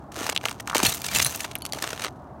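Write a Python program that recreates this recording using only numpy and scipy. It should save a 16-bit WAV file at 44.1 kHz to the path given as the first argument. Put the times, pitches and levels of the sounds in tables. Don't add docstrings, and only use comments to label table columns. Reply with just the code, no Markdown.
import sys
import numpy as np
from scipy import signal
from scipy.io import wavfile
from scipy.ndimage import uniform_filter1d

SR = 44100
rng = np.random.default_rng(int(sys.argv[2]) if len(sys.argv) > 2 else 0)


def to_wav(sig):
    pcm = np.clip(np.atleast_2d(sig), -1, 1) * 32767
    pcm = np.round(pcm).astype(np.int16)
    wavfile.write(sys.argv[1], SR, pcm.T)


N = 105840
BAND_LIMIT_HZ = 16200


def amp(db):
    return 10 ** (np.asarray(db) / 20)


def unit(x):
    return x / np.sqrt(np.mean(x ** 2) + 1e-20)


def add(mix, start_s, sound):
    part = mix[max(round(start_s * SR), 0):][:len(sound)]
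    part += sound[:len(part)]


def clipped_noise(n):
    return np.clip(rng.standard_normal(n), -2, 2)


def colour(x, spectrum, tilt_db_per_oct=0, tilt_from_hz=750, pivot_hz=3500, size=4096):
    hz = np.abs(np.fft.fftfreq(size, 1 / SR)) + 1
    freq_hz, gain_db = np.transpose(spectrum)
    curve_db = np.interp(np.log(hz), np.log(freq_hz), gain_db)
    octaves = np.log2(np.maximum(hz, tilt_from_hz) / pivot_hz)
    log_gain = np.log(amp(curve_db + tilt_db_per_oct * octaves))
    taps = np.fft.ifft(np.exp(np.conj(signal.hilbert(log_gain)))).real[:size // 2]
    return signal.fftconvolve(x, taps)[:len(x)]


def rumble(level_db=-42.5):
    # freq_hz, gain_db
    spectrum = [(25,-29),(45,-11),(68,2),(90,-2.5),(125,2.5),(160,-3.5),(290,-2.5),(470,-12.5),(700,-5),(1100,-11),(1600,-22.5),(2400,-39),(16000,-54)]
    return amp(level_db) * unit(colour(rng.standard_normal(N + SR), spectrum)[SR:])


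def cracks(spread_db=1.5, rise_power=0.47, span_s=0.005):
    # start_s, level_db (energy spread over span_s), swell_s, tilt_db_per_oct
    events = [(0.118,-40.5,0.0048,0.5),(0.213,-31.5,0.0043,-14),(0.265,-27,0.0031,0),
              (0.291,-22,0.0047,-3),(.297,-22.5,0.0014,1.5),(0.323,-29.5,0.004,-2.5),(0.348,-34.5,0.0049,0.5),(0.3623,-27.5,0.0011,-1.5),(.376,-27,0.00045,0),(.412,-38,0.0014,-4.5),
              (0.4388,-29.5,0.0021,-10),(0.4542,-22,0.0019,-1),(0.456,-27,0.0037,-3),(0.4852,-33,0.0012,-1),(0.511,-31,0.0026,-1.5),(.527,-42,0.0016,1),(.598,-31,0.0042,-3.5),(0.604,-35.5,0.0024,5),
              (0.6741,-27.5,0.0015,-1.5),(.697,-27,0.003,-2.5),(0.7474,-20,0.0031,2),(0.754,-18,0.0025,-14),(0.766,-20,0.002,1),(0.769,-26,0.0049,-3),(.781,-20.5,0.00081,3),(0.8,-24.5,0.0039,-5.5),
              (0.8294,-17,0.0042,3),(0.864,-17,0.0024,13),(0.943,-25,0.0092,12),(1.018,-31,0.0012,5),
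              (1.042,-26.5,0.0044,-0.5),(1.064,-25,0.0021,4),(1.084,-29,0.0023,-2),(1.112,-28.5,0.0061,0),(1.146,-18.5,0.0058,2.5),(1.186,-22.5,0.00077,2),
              (1.196,-25,0.0025,-2),(1.2,-18.5,0.0019,-1),(1.216,-17,0.0094,3),(1.258,-24,0.0039,-2),(1.347,-29,0.0036,1),(1.358,-27.5,0.0024,10.5),(1.405,-27,0.0034,3.5),
              (1.443,-24.5,0.0062,-2.5),(1.512,-35,0.003,-0.5),(1.556,-34,0.0045,-5),(1.652,-32,0.00098,-2),(1.663,-32,0.00066,3.5),
              (1.733,-26.5,0.0015,0),(1.785,-31.5,0.0043,-2),(1.823,-23,0.0025,0.5),(1.8391,-23.5,0.003,-3),(1.8752,-28.5,0.00095,-2),
              (1.904,-30,0.003,-1),(1.930,-27,0.0021,-4),(1.977,-35,0.00054,-4),(1.995,-31,0.0027,-3.5),(2.019,-29,0.0024,-2),(2.039,-28.5,0.003,-1.5),(2.046,-23.5,0.0016,-2.5),(2.055,-29.5,0.0028,-4.5),(2.064,-28.5,0.0029,-6),(2.081,-33.5,0.0025,-5)]
    # freq_hz, gain_db
    spectrum = [(70,-21),(260,-6.5),(700,-3.5),(1700,3.5),(3100,2),(5000,-0.5),(6300,0.5),(7500,-2.5),(9400,-3.5),(10400,-12),(11500,-8.5),(16000,-14.5)]
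    out, t = np.zeros(N), np.arange(2048) / SR
    for start_s, level_db, swell_s, tilt_db_per_oct in events:
        fractures = rng.standard_normal(len(t)) * amp(spread_db * clipped_noise(len(t)))
        swell = (t / swell_s) ** rise_power * np.exp(-(t / swell_s) ** 2 / 2)
        snap = colour(fractures * swell, spectrum, tilt_db_per_oct)
        add(out, start_s, amp(level_db) * snap * np.sqrt(span_s * SR / np.sum(snap ** 2)))
    return out


def grains(per_s, spread_db=7.5):
    size = amp(spread_db * clipped_noise(N))
    return size * rng.choice([-1, 1], N) * (rng.random(N) < per_s / SR)


def pops(per_s=83, decay_s=0.00032):
    bursts = signal.lfilter([1], [1, -np.exp(-1 / (decay_s * SR))], np.abs(grains(per_s)))
    return unit(bursts * rng.standard_normal(N))


def crunch(grains_per_s=5000, clump_db=4.5, clump_s=0.003, pop_db=-3, splinter_db=1.5):
    # time_s, level_db
    load_curve = [(0,-63),(.11,-89.5),(.135,-47.5),(.2,-29.5),(.31,-36.5),(.34,-52.5),(.40,-53),(.49,-35.5),(.55,-54),(.66,-55.5),(.69,-41),(.742,-47.5),(.755,-25.5),(.82,-32),(.845,-27.5),(.875,-24.5),(.915,-36),(.98,-46),(1.03,-46),(1.06,-40.5),(1.105,-43.5),(1.135,-37.5),(1.165,-25.5),(1.23,-41),(1.275,-35),(1.335,-43),(1.40,-42),(1.455,-45.5),(1.48,-47),(1.62,-58),(1.67,-47.5),(1.72,-54),(1.742,-38),(1.80,-45.5),(1.835,-35),(1.94,-40),(1.97,-45.5),(2.04,-34),(2.075,-47.5),(2.11,-60),(2.4,-96.5)]
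    # freq_hz, gain_db
    spectrum = [(90,-9),(300,-1),(750,6),(2000,1.5),(4200,-2),(5000,-4.5),(6300,0),(7500,-7),(9400,-6.5),(10400,-14),(11500,-8.5),(16000,-18.5)]
    t = np.arange(N) / SR
    load = amp(np.interp(t, *np.transpose(load_curve)))
    relative_load = load / load.mean()
    clumps = unit(amp(clump_db * np.interp(t / clump_s, np.arange(N), clipped_noise(N))))
    per_s = grains_per_s * np.sqrt(relative_load)
    crystals = amp(pop_db) * pops() / np.sqrt(1 + relative_load)
    crust = colour(clumps * unit(grains(per_s) / np.sqrt(per_s)) + crystals, spectrum)
    splinters = colour(clumps * grains(grains_per_s), spectrum, tilt_db_per_oct=5)
    debris = chips() + amp(splinter_db) * unit(splinters)
    grind_start_s, grind_end_s = 0.84, 1.45
    grinding = uniform_filter1d(1. * ((t > grind_start_s) & (t < grind_end_s)), size=1000)
    return load * (unit(crust) + grinding * debris)


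def flexes(start_ratio=1.258, fall=0.24):
    # start_s, peak_db, pitch_hz
    events = [(0.173,-28.5,422),(0.211,-23.5,336),(0.265,-21.5,1140),(0.2916,-18.5,800),(.3275,-21,770),(.3632,-7,3270),(0.3641,-29.5,1050),(0.3758,-8.5,3400),(.4543,-11,3030),(0.459,-25.5,1350),(.460,-20.5,860),(0.4849,-14.5,2800),(0.49,-23.5,1470),(.514,-21,1190),
              (0.6759,-30.5,1980),(0.6799,-19.5,1250),(0.699,-20.5,1400),(0.712,-18,1200),(.7294,-15.5,1250),(0.7339,-23.5,1300),(.738,-19.5,1180),
              (.7483,-12.5,1660),(0.7495,-12.5,900),(.7555,-18,780),(.755,-21.5,275),(0.8005,-16.5,1090),(.8302,-14,797),(0.8328,-13,260),(0.877,-19,103),(1.1995,-11,2300),(1.404,-17.5,2380),(1.554,-16,2770),(1.734,-24.5,730),(1.756,-29,340),(1.774,-25,720)]
    out = np.zeros(N)
    for start_s, peak_db, pitch_hz in events:
        rise_cycles = 1.12 * (pitch_hz / 1000) ** 0.29
        age = np.arange(0, 10, pitch_hz / rise_cycles / SR)
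        turns = rise_cycles * start_ratio * np.log1p(fall * age) / fall
        envelope = (age * np.exp(1 - age)) ** 4
        add(out, start_s, amp(peak_db) * envelope * np.sin(2 * np.pi * turns))
    return out


def clink(modes, contact_s=0.0016, rattle_db=14, scatter_hz=1700):
    t = np.arange(SR // 10) / SR
    contact = t / contact_s * np.exp(1 - 2 * t / contact_s)
    contact /= contact.max()
    out = np.zeros(len(t))
    for freq_hz, level_db, t60_s in modes:
        turns = np.cumsum(freq_hz + scatter_hz * contact * rng.standard_normal(len(t))) / SR
        decay = np.exp(-np.log(1000) * t / t60_s)
        out += (freq_hz < BAND_LIMIT_HZ) * amp(level_db) * decay * np.sin(2 * np.pi * turns)
    return out * (np.minimum(t / contact_s, 1) + amp(rattle_db) * contact / 2)


def plate(pitch_hz, ring_s):
    # pitch_ratio, level_db, t60_ratio
    modes = [(1,-4.5,0.82),(1.53,-11.5,0.6),(2.24,-11.5,0.29)]
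    return clink([(pitch_hz * ratio, db, ring_s * t60_ratio) for ratio, db, t60_ratio in modes])


def chips(per_s=280, ring_s=0.1, low_hz=1700, high_hz=8000, sizes=22):
    out = np.zeros(N)
    for pitch_hz in np.geomspace(low_hz, high_hz, sizes):
        hits = grains(per_s / sizes)
        out += signal.oaconvolve(hits, plate(pitch_hz * rng.uniform(0.95, 1.05), ring_s))[:N]
    return unit(out)


def thuds():
    # centre_s, level_db, half_width_s
    pushes = [(0.876,-35,0.049),(1.199,-36.5,0.11),(1.764,-40,0.016)]
    # freq_hz, gain_db
    spectrum = [(25,-33.5),(70,1.5),(125,3),(200,-2),(400,-16.5),(1500,-35.5)]
    t = np.arange(N) / SR
    weight = sum(amp(level_db) * np.exp(-((t - centre_s) / half_width_s) ** 2)
                 for centre_s, level_db, half_width_s in pushes)
    return weight * unit(colour(rng.standard_normal(N), spectrum))


def shards():
    # start_s, level_db, pitch_hz, ring_s
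    landings = [(.925,-29,4100,.07),(1.088,-28,2350,.12),(1.186,-24,7000,.035),(1.201,-26,2450,.12),(1.2255,-18,6330,.04),(1.2255,-23,11000,.025),(1.2465,-17,9720,.04),(1.247,-23,4000,.12),(1.2635,-19,10900,.04),(1.264,-23,6220,.1),(1.264,-26,4150,.15),
                (1.308,-32,6450,.06),(1.5535,-24,9450,.018),(1.5535,-23,12500,.012),(1.585,-37,10800,.03),(1.7232,-19,4560,.014)]
    # start_s, level_db
    bounces = [(1.6206,-36.5),(1.6524,-34),(1.6634,-42),(1.7232,-42),(1.746,-46),(1.761,-50)]
    # freq_hz, level_db, t60_s
    skitter_modes = [(3000,-8,.08),(4440,-2.5,.08),(6750,-13,.05),(9950,0,.026),(12700,-3,.012)]
    out = np.zeros(N)
    for start_s, level_db, pitch_hz, ring_s in landings:
        add(out, start_s, amp(level_db) * plate(pitch_hz, ring_s))
    for start_s, level_db in bounces:
        add(out, start_s, amp(level_db) * clink(skitter_modes))
    return out


def reflections(x, level_db, t60_s):
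    t = np.arange(SR // 2) / SR
    tail = rng.standard_normal(len(t)) * np.exp(-np.log(1000) * t / t60_s)
    return amp(level_db) * signal.fftconvolve(x, tail / np.linalg.norm(tail))[:N]


def scene():
    ice = cracks() + crunch() + flexes() + shards()
    ground = reflections(ice, level_db=-16.5, t60_s=0.027)
    street = reflections(ice, level_db=-24.5, t60_s=0.033)
    return (ice + ground + street + thuds() + rumble())[None]


def record(dry, low_cut_hz=42):
    low_cut = signal.butter(2, low_cut_hz, "high", fs=SR, output="sos")
    band_limit = signal.firwin(255, BAND_LIMIT_HZ, window=("kaiser", 9), fs=SR)
    return signal.oaconvolve(signal.sosfilt(low_cut, dry), band_limit[None], "same")


dry = scene()
out = record(dry)
to_wav(out)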